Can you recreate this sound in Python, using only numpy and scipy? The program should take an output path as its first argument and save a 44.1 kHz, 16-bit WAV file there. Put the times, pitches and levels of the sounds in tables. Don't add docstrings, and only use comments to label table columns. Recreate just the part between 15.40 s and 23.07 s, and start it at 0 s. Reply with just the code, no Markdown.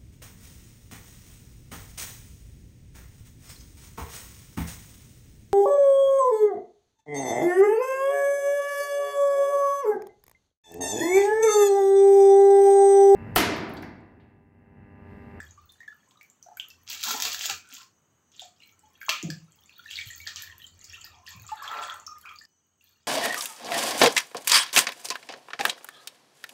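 import sys
import numpy as np
from scipy import signal
from scipy.fft import rfft, irfft
from scipy.io import wavfile

SR = 44100
rng = np.random.default_rng(int(sys.argv[2]) if len(sys.argv) > 2 else 0)


def pcm_store(signal):
    levels = np.round(np.clip(np.atleast_2d(signal), -1, 1) * 32767)
    wavfile.write(sys.argv[1], SR, levels.astype(np.int16).T)


N = 338247
TIME = np.arange(N) / SR

# (time [s], spray level [dB], trapped-air level [dB])
RICE_FLOW = [(1.455, -69, -82), (1.476, -44.5, -70), (1.497, -33, -51.5), (1.55, -40, -51),
             (1.59, -40.5, -64), (1.622, -37.5, -74), (1.634, -28.5, -45.5), (1.672, -28, -40),
             (1.7, -30, -43.5), (1.716, -31, -44.5), (1.782, -34, -40), (1.815, -39, -44.5),
             (1.834, -27, -44), (1.86, -27, -41), (1.9, -36, -49), (1.945, -34, -61), (1.985, -44.5, -64),
             (2.012, -31, -63), (2.062, -33.5, -49), (2.08, -39.5, -39.5), (2.1, -33.5, -33.5),
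             (2.18, -52, -69), (2.2, -74, -73), (2.315, -56.5, -59), (2.33, -46, -61), (2.43, -52.5, -68),
             (2.49, -102, -96)]
# (frequency [Hz], level [dB])
SPRAY_SPECTRUM = [(1000, -20.5), (1500, -15.5), (2000, -17), (2700, 5), (4000, -1), (7000, 0.5),
                  (10000, -14), (15500, -1.5)]
TRAPPED_AIR_SPECTRUM = [(250, -2.5), (400, -10), (550, -13.5), (750, -3.5), (1150, -12.5), (1400, 6.5),
                        (2000, -9.5)]

# (time [s], small-bubble level [dB], large-bubble level [dB])
BOIL_LEVELS = [(0, -55.5, -75), (0.2, -69.5, -73), (0.75, -74, -63), (0.95, -81, -82), (1.3, -66, -65),
               (2.6, -102, -100), (3.1, -93.5, -84.5), (3.65, -54, -66.5), (4.05, -71, -71),
               (4.5, -51, -72), (4.8, -51.5, -78), (5.0, -51, -64), (5.33, -64, -79), (5.4, -56.5, -76),
               (5.55, -49.5, -58.5), (5.83, -63, -59.5), (6.08, -58.5, -56), (6.3, -51.5, -35),
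               (6.53, -53, -39), (6.66, -71, -64.5), (6.8, -59, -58.5), (6.88, -64, -52),
               (7.1, -65.5, -95.5), (7.43, -67.5, -83), (7.67, -69.5, -77.5)]
# (frequency [Hz], level [dB])
SIMMER_SPECTRUM = [(900, -10.5), (1400, -3), (1800, -0.5), (3000, 2.5), (4500, -1), (6500, -3.5)]
SMALL_BUBBLE_SPECTRUM = [(1400, -0.5), (1800, -6), (3000, 6), (4500, 1), (6500, -3.5)]
LARGE_BUBBLE_SPECTRUM = [(300, -20), (500, -15.5), (750, -4.5), (1200, 7.5), (1600, 3.5), (2200, -7)]
FOAM_SPECTRUM = [(4500, -10), (5800, -3), (7000, 11.5), (8800, -2.5), (12500, 2.5), (15500, 1.5)]
FOAM_DB, FOAM_AT_FIZZ_DB, FOAM_FOLLOWS = -61.5, -50, 0.78

# (time [s], level [dB], hold [s])
FROTH_COLLAPSES = [(2.921, -57.5, 0.051), (2.993, -51.5, 0.043), (3.164, -66, 0.1), (3.697, -38.5, .012),
                   (4.503, -43.5, 0.087), (4.671, -53.5, .012), (4.874, -43.5, 0.0124), (4.964, -45.5, .02),
                   (5.015, -47.5, .01), (5.869, -45.5, 0.011), (5.904, -52, .008), (6.082, -51, 0.013),
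                   (6.23, -45.5, .01), (6.421, -42, 0.0096), (7.41, -73, 0.15)]
FROTH_RISE_S, FROTH_FALL_S = 0.033, 0.19
FROTH_FIZZ_DB = -3
# (frequency [Hz], level [dB])
FINE_FOAM_SPECTRUM = [(1700, -12), (2400, 3), (3300, 6.5), (4500, 3.5), (6500, 0.5), (8000, 3.5)]
CHURN_SPECTRUM = [(400, -12.5), (600, 1.5), (900, -6), (1250, 1.5), (1600, -5.5), (2100, -9.5), (3400, -8),
                  (5000, -21)]
PLUME_S, PLUME_DB, PLUME_RISE_S, PLUME_HOLD_S, PLUME_FALL_S = 6.325, -39, 0.51, 0.06, 0.563

# (time [s], nominal pitch [Hz], peak level [dB], 60 dB decay [cycles])
SURFACE_POPS = [(0.002, 1716, -30, 20), (0.175, 1170, -45.5, 63), (0.291, 3585, -48.5, 125),
                (0.299, 4064, -52, 50), (0.404, 1850, -38, 47), (0.43, 2030, -48, 25),
                (0.478, 1723, -33, 47), (0.525, 1430, -47, 28), (0.71, 3370, -45, 6.9),
                (0.772, 3840, -54.5, 41), (0.811, 2250, -37.5, 19), (1.027, 6060, -38.5, 33),
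                (1.062, 698, -41.5, 28), (1.085, 770, -39, 17), (1.113, 850, -45.5, 20),
                (1.169, 1535, -39, 50), (1.174, 2290, -43, 35), (1.198, 3060, -22.5, 21),
                (1.303, 5280, -36.5, 12), (1.304, 2675, -48.5, 100), (1.678, 870, -33, 23),
                (1.713, 1350, -42, 22), (1.848, 720, -33.5, 15), (1.945, 1680, -26, 9.5),
                (2.042, 1710, -26.5, 14), (2.344, 6800, -30, 9), (2.417, 2700, -38.5, 7.8),
                (2.921, 3580, -52, 5), (2.978, 3660, -45, 28), (2.995, 3480, -28.5, 15),
                (3.011, 3670, -51, 16), (3.019, 726, -41, 22), (3.04, 680, -46.5, 10),
                (3.202, 2860, -46.5, 43), (3.222, 2600, -46.5, 15), (3.232, 4100, -47, 59),
                (3.236, 2900, -46.5, 18), (3.292, 3000, -52, 10), (3.43, 857, -59, 63),
                (3.465, 870, -60, 35), (3.5, 1075, -59, 44), (3.614, 1610, -36.5, 33),
                (3.614, 2200, -33.5, 17), (3.629, 1570, -34, 25), (3.664, 6580, -39, 30),
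                (3.684, 1100, -19.5, 13.7), (3.8276, 6600, -24.5, 11), (3.901, 1675, -30.5, 23),
                (4.294, 2560, -38, 16), (4.392, 1438, -42.5, 48), (4.458, 1795, -37.5, 48),
                (4.479, 3940, -42, 36), (4.489, 2680, -40, 31), (4.511, 2970, -25.5, 12),
                (4.537, 2900, -32, 22), (4.557, 4320, -26, 18), (4.569, 3680, -28, 26),
                (4.577, 2200, -33, 20), (4.588, 2270, -22.5, 20), (4.601, 1890, -33, 22),
                (4.613, 3260, -29, 25), (4.672, 4200, -40, 35), (4.686, 3100, -38.5, 34),
                (4.702, 1890, -36.5, 47), (4.801, 2249, -39, 62), (4.866, 1810, -33, 33),
                (4.873, 4560, -17.5, 6.6), (4.878, 1800, -29, 13), (4.885, 2350, -37, 7.4),
                (4.96, 5930, -20.5, 7.5), (4.969, 3000, -33, 22), (5.022, 7700, -29, 14),
                (4.816, 4140, -47, 37), (4.986, 2380, -42, 45), (5, 1830, -40.5, 62),
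                (5.033, 1750, -39, 34), (5.075, 1820, -41, 25), (5.098, 1830, -38, 28),
                (5.124, 1800, -46, 22), (5.124, 2870, -45, 23), (5.218, 3000, -38.5, 35),
                (5.199, 1840, -48, 40), (5.222, 4060, -51, 63), (5.241, 3100, -37.5, 58),
                (5.268, 3800, -43, 20), (5.446, 5120, -40, 24), (5.443, 6620, -37, 16),
                (5.4515, 7250, -37, 11), (5.497, 5520, -38, 39), (5.531, 1830, -40.5, 38),
                (5.542, 2710, -38, 42), (5.552, 3160, -41, 28), (5.616, 3040, -41, 36),
                (5.6435, 4840, -33, 19.7), (5.651, 1840, -44.5, 53.7), (5.864, 2830, -38.5, 23),
                (5.876, 1830, -39.5, 32), (5.8827, 4410, -35.5, 27), (5.895, 1730, -48, 23),
                (6.09, 1193, -36, 32.5), (6.116, 866, -26, 44), (6.22, 1105, -30.5, 24),
                (6.278, 3330, -27, 18), (6.314, 1217, -23.5, 7.7), (6.3257, 1218, -27, 4.4),
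                (6.339, 1270, -26, 7.6), (6.35, 1217, -27, 5.2), (6.359, 958, -29, 6.4),
                (6.3702, 1303, -26, 4.6), (6.38, 1190, -22, 5.6), (6.392, 1130, -31, 8),
                (6.412, 980, -27, 7.6), (6.425, 1280, -29.5, 8), (6.486, 1870, -38.5, 37),
                (6.428, 2550, -27, 8.8), (6.498, 3340, -25.5, 21), (6.665, 6250, -31.5, 48),
                (6.667, 5500, -32.5, 91), (6.675, 1238, -34, 48), (6.717, 1231, -40.5, 79),
                (6.857, 2390, -35, 27), (6.852, 1230, -37, 22), (6.893, 2310, -36.5, 12),
                (6.89, 3230, -44.5, 50), (6.909, 1215, -37, 27), (6.915, 2400, -40, 13),
                (6.959, 4630, -48.5, 49), (6.987, 4700, -35.5, 24), (7.011, 1797, -43, 49),
                (7.051, 5000, -44, 33), (7.409, 2750, -58.5, 51), (7.5, 1580, -69, 35)]
# (time [s], peak level [dB], nominal pitch [Hz])
FOAM_TICKS = [(0.321, -37.5, 10900), (0.83, -42, 14370), (0.9, -44.5, 7170), (1.171, -29.5, 13000),
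              (1.285, -36.5, 12900), (2.289, -38, 8750), (3.393, -46.5, 7710), (4.121, -47, 7600),
              (4.672, -35, 12600), (4.803, -37, 13300), (5.022, -24, 13100), (5.181, -35.5, 12400),
              (5.392, -47, 7000), (5.965, -43, 14000), (6.02, -38, 13500), (6.078, -40, 7000),
              (6.541, -32.5, 8630), (6.599, -38.5, 7000), (6.784, -37, 11900), (6.813, -33.5, 11200)]
POP_DB, POP_HZ = -35, 2476
FILM_DB, FILM_FOLLOWS, FILM_DB_PER_OCTAVE = -53.5, 0.78, 2.5
POP_ROUGH, POP_WIDTH = 0.27, 0.16

# (time [s], peak level [dB], nominal pitch [Hz], spray level [dB], spatter 60 dB decay [s])
SURFACE_SMACKS = [(1.503, -21, 4500, -36.5, .02), (1.548, -23.5, 2980, -40.5, .03),
                  (1.63, -13, 6200, -32, .025), (1.637, -11.5, 4830, -22, 0.042),
                  (1.657, -21, 4180, -39, 0.017), (1.708, -11, 1360, -29, 0.05),
                  (1.711, -10.5, 4250, -22.5, 0.1), (1.801, -13.5, 6300, -23, .02),
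                  (1.822, -8.5, 5700, -24, 0.028), (1.823, -10, 5930, -30, 0.018),
                  (1.852, -7.5, 4390, -28.5, 0.072), (1.876, -20.5, 5290, -40.5, .02),
                  (1.93, -16, 7000, -29.5, 0.017), (1.946, -15, 4000, -36.5, 0.025),
                  (1.993, -16.5, 4400, -33, .044), (2.01, -12.5, 2900, -40, .03),
                  (2.057, -12.5, 6850, -25.5, .043), (2.098, -6.5, 2830, -34.5, 0.123),
                  (2.11, -15.5, 6340, -37, .04), (3.6926, -3.5, 2730, -30, 0.45),
                  (3.696, -4.5, 3040, -36, 0.37), (3.9028, -18.5, 5000, -41, 0.0072)]

# (time [s], final pitch [Hz], peak level [dB], 60 dB decay [s])
DEEP_GULPS = [(1.667, 210, -50, .3), (1.71, 395, -43, 0.15), (1.738, 240, -39, 0.053),
              (1.749, 763, -27, 0.023), (1.86, 420, -47, 0.23), (2.052, 624, -43.5, 0.077),
              (2.098, 734, -30.5, 0.082), (2.11, 149, -56, 0.255), (2.32, 245, -54.5, 0.15),
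              (3.688, 597, -34.5, 0.15), (3.832, 290, -31, 0.071), (3.838, 158.3, -24.5, 0.42),
              (3.856, 110, -50, 0.71), (3.841, 196, -31, .2), (3.886, 280, -34, 0.057),
              (3.916, 132, -42, 0.174), (3.958, 155, -36, 0.14), (4.025, 155.6, -47.5, 0.12),
              (4.663, 93, -40, 0.065), (5.945, 164.4, -48.5, 0.35), (5.985, 111.3, -47, 0.265),
              (5.962, 103, -44, 0.35)]
GULP_SAG, GULP_SAG_S = 0.11, 0.035
GULP_ROUGH, GULP_WIDTH_HZ = 0.55, 38

# (time [s], length [s], first pitch [Hz], last pitch [Hz], level [dB])
HOLLOWS = [(1.635, 0.21, 1206, 700, -41.5), (1.672, .16, 214.4, 251, -49), (1.688, 0.1157, 1406, 1360, -42),
           (1.712, 0.066, 437, 410, -44), (1.759, 0.083, 1020, 950, -41.5),
           (1.844, 0.054, 1000, 1250, -37.5), (1.954, 0.14, 733, 700, -58.5),
           (2.084, 0.092, 1400, 1250, -58), (2.157, 0.075, 1420, 1400, -64),
           (2.149, .16, 2494, 2380, -57.5), (2.238, 0.24, 1450, 1400, -59.5),
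           (2.312, 0.11, 2600, 2500, -68), (2.372, 0.032, 1074, 1080, -54),
           (2.409, 0.025, 1090, 1060, -48.5), (3.211, 0.12, 2370, 2250, -61),
           (3.683, 0.076, 1147, 1412, -36.5), (3.692, 0.039, 2108, 1950, -54), (3.83, 0.072, 371, 310, -43),
           (3.833, 0.052, 656, 700, -47.5), (3.85, 0.05, 560, 510, -45), (4.575, 0.052, 2400, 2050, -62),
           (4.87, 0.082, 1839, 1450, -55), (4.898, .13, 1300, 1050, -56), (4.965, 0.094, 3066, 2650, -57.5),
           (5.093, .07, 1120, 960, -59), (5.529, 0.036, 2492, 3250, -42), (5.398, 0.13, 1987, 2510, -65),
           (5.607, .19, 2600, 2484, -59), (5.697, 0.14, 1250, 950, -59), (5.726, .09, 801.7, 680, -58),
           (5.908, 0.078, 1054, 1100, -51), (5.919, 0.14, 2500, 2450, -55),
           (6.161, 0.094, 3610, 3500, -54.5), (6.175, 0.11, 1650, 1620, -45),
           (6.219, 0.0787, 1140, 1200, -37.5), (6.833, .12, 1525, 1230, -49.5),
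           (6.853, 0.1, 2470, 2350, -50), (6.86, 0.049, 2600, 3400, -61)]
GURGLE_WIDTH, GURGLE_RISE_S, GURGLE_FADE_DB = 0.098, 0.012, 11.5

# (frequency [Hz], bandwidth [Hz], level [dB])
POT_MODES = [(720, 30, -5), (854, 14, -4.5), (997, 12, -9), (1230, 6.7, 4), (1350, 30, -1.5),
             (1830, 83, -0.5), (2400, 70, 1.5), (2830, 56, -3), (3230, 57, -6), (3400, 20, -3.5),
             (3760, 60, -5), (4357, 110, 0.5), (4863, 43, -18), (5970, 120, -8.5)]
# (frequency [Hz], 60 dB decay [s])
KITCHEN_DECAY = [(200, 0.42), (700, 0.26), (3000, 0.21), (7000, 0.26), (14000, 0.18)]
# (time [s], nominal rumble level [dB])
BURNER_LEVELS = [(0, -42.5), (0.15, -55.5), (0.55, -74), (0.85, -84), (1.39, -65.5), (2.16, -60),
                 (2.29, -78.5), (3.03, -81), (3.75, -68.5), (4.16, -75), (4.44, -70), (4.57, -56),
                 (5.75, -57), (5.88, -69), (5.98, -49), (6.25, -73), (6.77, -64.5), (7.2, -88.5),
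                 (7.67, -69)]
# (frequency [Hz], level [dB])
FLAME_SPECTRUM = [(20, -53), (42, -15.5), (62, -26.5), (84, 0.5), (105, -15), (200, -33), (350, -34),
                  (600, -41), (1500, -43.5), (5000, -69)]
AIR_SPECTRUM = [(20, -30), (55, -14.5), (95, 9), (135, 5.5), (220, 5.5), (600, -6), (1200, -5.5),
                (2200, -15), (5500, -26), (8000, -15.5), (16000, -24)]
# (frequency [Hz], bandwidth [Hz], level [dB])
HIGH_NOISE_BANDS = [(2980, 14, -86), (6040, 6.4, -80.5), (6540, 8, -86.5), (6600, 10, -81),
                    (6600, 200, -89), (8140, 300, -83.5)]
# (frequency [Hz], level [dB])
MICROPHONE_RESPONSE = [(20, -8), (7300, 1), (8200, -5.5), (8900, -14), (10500, -12), (11500, -11.5),
                       (12200, -5.5), (15000, -2), (16000, 1)]
HUSH_FROM_S, HUSH_TO_S = 7.057, 7.408
CUTOFF_HZ = 15750


def rice():
    spray, air = gains(RICE_FLOW)
    patter = grains(spray, SPRAY_SPECTRUM, per_s=2000, full_db=-34.0, spread_db=2.5, cycles=8,
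                    clump_db=2.5, count=18, thinnest=0.25)
    plops = grains(air, TRAPPED_AIR_SPECTRUM, per_s=590, full_db=-43.0, spread_db=4.5, cycles=55, clump_db=2.0)
    return from_db(-1.5) * patter + from_db(-16) * pot(patter) + from_db(-2) * plops


def boil():
    small, large = gains(BOIL_LEVELS)
    small = small + from_db(FROTH_FIZZ_DB) * collapses()
    foam = from_db(FOAM_DB) * (small / from_db(FOAM_AT_FIZZ_DB)) ** FOAM_FOLLOWS
    ticks = grains(foam, FOAM_SPECTRUM, per_s=300, full_db=-64.0, spread_db=6.5, cycles=17.0,
                   clump_db=4.0, order=2, count=14)
    crackle = grains(small, SIMMER_SPECTRUM, per_s=930, full_db=-48.0, spread_db=2.0, cycles=12.0,
                     clump_db=3.5, order=2, count=16)
    fizz = pot(crackle)
    pings = swarm(small, SMALL_BUBBLE_SPECTRUM, per_s=420, full_db=-49.5, spread_db=17, cycles=48, rise=0.076)
    burble = swarm(large, LARGE_BUBBLE_SPECTRUM, per_s=240, full_db=-51.5, spread_db=6, cycles=27, rise=0.12)
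    return from_db(6.0) * ticks + from_db(-3.5) * fizz + from_db(6.0) * pings + from_db(7.0) * burble


def plume():
    steam = surge(PLUME_S, PLUME_DB, PLUME_RISE_S, PLUME_HOLD_S, PLUME_FALL_S)
    churn = grains(steam, CHURN_SPECTRUM, per_s=1100, full_db=-38.5, spread_db=2.5, cycles=13,
                   clump_db=2.5, order=2, count=20)
    froth = grains(collapses(), FINE_FOAM_SPECTRUM, per_s=1700, full_db=-51.0, spread_db=5.0, cycles=9.9,
                   clump_db=3.0, order=2, count=14)
    return from_db(-2.5) * churn + from_db(-4.0) * pot(churn) + from_db(-5.0) * froth


def collapses():
    return sum(surge(s, db, FROTH_RISE_S, hold_s, FROTH_FALL_S) for s, db, hold_s in FROTH_COLLAPSES)


def pops():
    out = np.zeros(N)
    for s, hz, peak_db, cycles in SURFACE_POPS:
        octaves = np.log2(hz / POP_HZ)
        snap_db = FILM_DB + FILM_FOLLOWS * (peak_db - POP_DB) + FILM_DB_PER_OCTAVE * octaves
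        t60 = cycles / hz
        ring = bubble(hz * 0.99, t60, rise=0.045, swell=cycles * 0.078)
        unsteady = 1 + POP_ROUGH * wobble(len(ring), POP_WIDTH * hz).real
        overtone = bubble(hz * 2.0, t60 * 0.87, rise=0.13, swell=2.8)
        film = high_pass(snap(t60=0.03, hz=7000, width_hz=11000), hz=2520)
        add(out, s, from_db(peak_db) * ring * unsteady)
        add(out, s, from_db(peak_db - 22.5) * overtone)
        add(out, s, from_db(snap_db) * film)
    for s, peak_db, hz in FOAM_TICKS:
        add(out, s, from_db(peak_db + 2.5) * bubble(hz, t60=0.0032, rise=0.06, swell=0.83))
        add(out, s, from_db(peak_db - 7) * snap(t60=0.011, hz=9960, width_hz=3500))
    return out


def smacks():
    out = np.zeros(N)
    for s, peak_db, hz, spray_db, spatter_t60 in SURFACE_SMACKS:
        knock = bubble(hz, t60=0.0032, rise=0.025, swell=0.32)
        crack = snap(t60=0.0094, hz=4030, width_hz=3100)
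        spray = snap(t60=0.034, hz=12920, width_hz=38000)
        spatter = snap(spatter_t60, hz=2600, width_hz=590)
        add(out, s, from_db(peak_db - 7.0) * knock)
        add(out, s, from_db(peak_db - 12.0) * crack)
        add(out, s, from_db(spray_db) * spray)
        add(out, s, from_db(peak_db - 30.0) * spatter)
    return out


def gulps():
    out = np.zeros(N)
    for s, hz, peak_db, t60 in DEEP_GULPS:
        t = TIME[:int(t60 * SR) + 2]
        sagging_hz = hz * (1 + GULP_SAG * np.exp(-t / GULP_SAG_S))
        phase = 2 * np.pi * np.cumsum(sagging_hz) / SR
        envelope = decay(t, t60) * (1 - np.exp(-t * hz / 0.87)) ** 2
        ring = np.real(np.exp(1j * phase) * (1 + GULP_ROUGH * wobble(len(t), GULP_WIDTH_HZ)))
        add(out, s, from_db(peak_db) * envelope / envelope.max() * ring)
    return out


def gurgles():
    out = np.zeros(N)
    for s, length, first_hz, last_hz, db in HOLLOWS:
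        t = TIME[:int(length * SR)]
        hz = np.geomspace(first_hz, last_hz, len(t))
        carrier = np.exp(2j * np.pi * np.cumsum(hz) / SR)
        ring = np.real(wobble(len(t), GURGLE_WIDTH * hz.mean()) * carrier)
        opening = np.clip(np.minimum(t, length - t) / GURGLE_RISE_S, 0, 1)
        fade = from_db(db - GURGLE_FADE_DB * t / length)
        add(out, s, fade * opening * rms_one(ring))
    return out


def pot(x):
    return sum(from_db(db) * resonate(x, hz, width) for hz, width, db in POT_MODES)


def kitchen(x, direct_db, room_db, pot_db, build_s):
    t, tail = TIME[:SR * 3 // 4], 0
    edges = np.geomspace(100, 18000, 9)
    for low, high in zip(edges, edges[1:]):
        band_pass = signal.butter(2, [low, high], "band", fs=SR, output="sos")
        band = signal.sosfilt(band_pass, rng.standard_normal(len(t)))
        tail = tail + band * decay(t, at_hz(KITCHEN_DECAY, np.sqrt(low * high)))
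    tail = tail * (1 - np.exp(-t / build_s))
    tail = tail / np.sqrt(np.sum(tail ** 2))
    tail = tail + from_db(pot_db) * pot(tail)
    return from_db(direct_db) * x + from_db(room_db) * signal.oaconvolve(x, tail)[:N]


def background():
    flame = gains(BURNER_LEVELS)[0] * rms_one(colour(rng.standard_normal(N), FLAME_SPECTRUM))
    air = rms_one(colour(rng.standard_normal(N), AIR_SPECTRUM))
    air = air * np.where(TIME > HUSH_FROM_S, from_db(-7.0), 1)
    high_noise = np.zeros(N)
    for hz, width, db in HIGH_NOISE_BANDS:
        high_noise += from_db(db) * rms_one(resonate(rng.standard_normal(N), hz, width))
    return from_db(2.0) * flame + from_db(-67.0) * air + high_noise


def grains(level, spectrum, per_s, full_db, spread_db, cycles, clump_db, order=1, count=24, thinnest=.45):
    rate = per_s * np.clip(level / from_db(full_db), thinnest, 3)
    at = np.flatnonzero(rng.random(N) < rate / SR)
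    sizes = rms_one(from_db(spread_db * np.minimum(rng.exponential(1, len(at)), 3)))
    signs = rng.choice([-1, 1], len(at))
    clumps = rms_one(from_db(clump_db * drift(45)[at]))
    strikes = sizes * signs * clumps * level[at] / np.sqrt(rate[at] / SR)
    dealt = rng.integers(0, count, len(at))
    pitches = np.geomspace(spectrum[0][0], spectrum[-1][0], count)
    weights = rms_one(from_db(at_hz(spectrum, pitches)) * np.sqrt(pitches))
    quiet = 1e-18 * rng.standard_normal(N)
    out = np.zeros(N)
    for k, hz in enumerate(pitches):
        mine = dealt == k
        width = np.log(1000) / np.pi * hz / cycles
        voice = quiet.copy()
        voice[at[mine]] = strikes[mine] * weights[k] / np.sqrt(np.pi * width / SR / order)
        for _ in range(order):
            voice = resonate(voice, hz, width)
        out += voice
    return high_pass(out, pitches[0])


def swarm(level, spectrum, per_s, full_db, spread_db, cycles, rise):
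    rate = per_s * np.clip(level / from_db(full_db), .35, 2)
    at = np.flatnonzero(rng.random(N) < rate / SR)
    low, high, out = spectrum[0][0], spectrum[-1][0], np.zeros(N)
    for i, (pitch, size, length) in zip(at, rng.random((len(at), 3))):
        hz = low * (high / low) ** pitch
        t60 = cycles * (.5 + length) / hz
        gain = from_db(at_hz(spectrum, hz) - spread_db * size) * level[i] / np.sqrt(rate[i] * t60)
        add(out, i / SR, gain * bubble(hz, t60, rise, swell=t60 * hz * .1))
    return out


def bubble(hz, t60, rise, swell):
    t = TIME[:int(t60 * SR) + 2]
    opening = (1 - np.exp(-t * hz / swell)) ** 2
    chirped_time = t + rise * t * t / (2 * t60)
    tone = np.cos(2 * np.pi * hz * chirped_time) * decay(t, t60) * opening
    return tone / np.max(np.abs(tone))


def snap(t60, hz, width_hz):
    t = TIME[:int(t60 * SR) + 50]
    noise = rms_one(resonate(rng.standard_normal(SR // 2), hz, width_hz))
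    return noise[:len(t)] * decay(t, t60)


def surge(s, db, rise_s, hold_s, fall_s):
    rising = decay(np.maximum(s - TIME, 0), rise_s)
    falling = decay(np.maximum(TIME - s - hold_s, 0), fall_s)
    return from_db(db) * rising * falling


def wobble(size, width_hz):
    low_pass = signal.butter(2, width_hz / 2, fs=SR, output="sos")
    real, imaginary = signal.sosfilt(low_pass, rng.standard_normal((2, size + 4096)))[:, -size:]
    z = real + 1j * imaginary
    return z / np.sqrt(np.mean(np.abs(z) ** 2))


def drift(per_s):
    knots = rng.standard_normal(2000)
    return np.interp(TIME * per_s, np.arange(len(knots)), knots)


def resonate(x, hz, width_hz):
    r = np.exp(-np.pi * width_hz / SR)
    zeros = np.array([1, 0, -1]) * (1 - r * r) / 2
    poles = [1, -2 * r * np.cos(2 * np.pi * hz / SR), r * r]
    return signal.lfilter(zeros, poles, x)


def high_pass(x, hz):
    return signal.sosfilt(signal.butter(2, hz, "high", fs=SR, output="sos"), x)


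def colour(x, spectrum):
    size = 2 ** 13
    hz = np.arange(size // 2 + 1) * SR / size
    cepstrum = irfft(np.log(from_db(at_hz(spectrum, hz))))
    cepstrum[1:size // 2] *= 2
    cepstrum[size // 2 + 1:] = 0
    impulse_response = irfft(np.exp(rfft(cepstrum)))
    return signal.oaconvolve(x, impulse_response)[:len(x)]


def decay(t, t60):
    return np.exp(-np.log(1000) * t / t60)


def from_db(db):
    return 10 ** (np.asarray(db) / 20)


def rms_one(x):
    return x / np.sqrt(np.mean(x ** 2) + 1e-20)


def gains(rows):
    s, *columns = np.transpose(rows)
    inside = (TIME >= s[0]) & (TIME < s[-1])
    return from_db([np.interp(TIME, s, column) for column in columns]) * inside


def at_hz(points, hz):
    f, value = np.transpose(points)
    return np.interp(np.log(np.maximum(hz, 1)), np.log(f), value)


def add(out, s, sound):
    at = int(np.clip(s * SR, 0, N - 1))
    out[at:at + len(sound)] += sound[:N - at]


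def scene():
    surface = high_pass(rice() + boil() + plume() + gurgles() + pops() + smacks(), hz=228)
    water = kitchen(surface, direct_db=-0.34, room_db=-3.5, pot_db=-3.0, build_s=0.00033)
    hush = np.where((TIME > HUSH_FROM_S) & (TIME < HUSH_TO_S), from_db(-17.5), 1)
    return (water * hush + gulps() + background())[None]


def record(dry):
    heard = colour(dry[0], MICROPHONE_RESPONSE)
    low_pass = signal.ellip(12, .1, 80, CUTOFF_HZ, fs=SR, output="sos")
    return signal.sosfilt(low_pass, heard)[None]


dry = scene()
out = record(dry)
pcm_store(out)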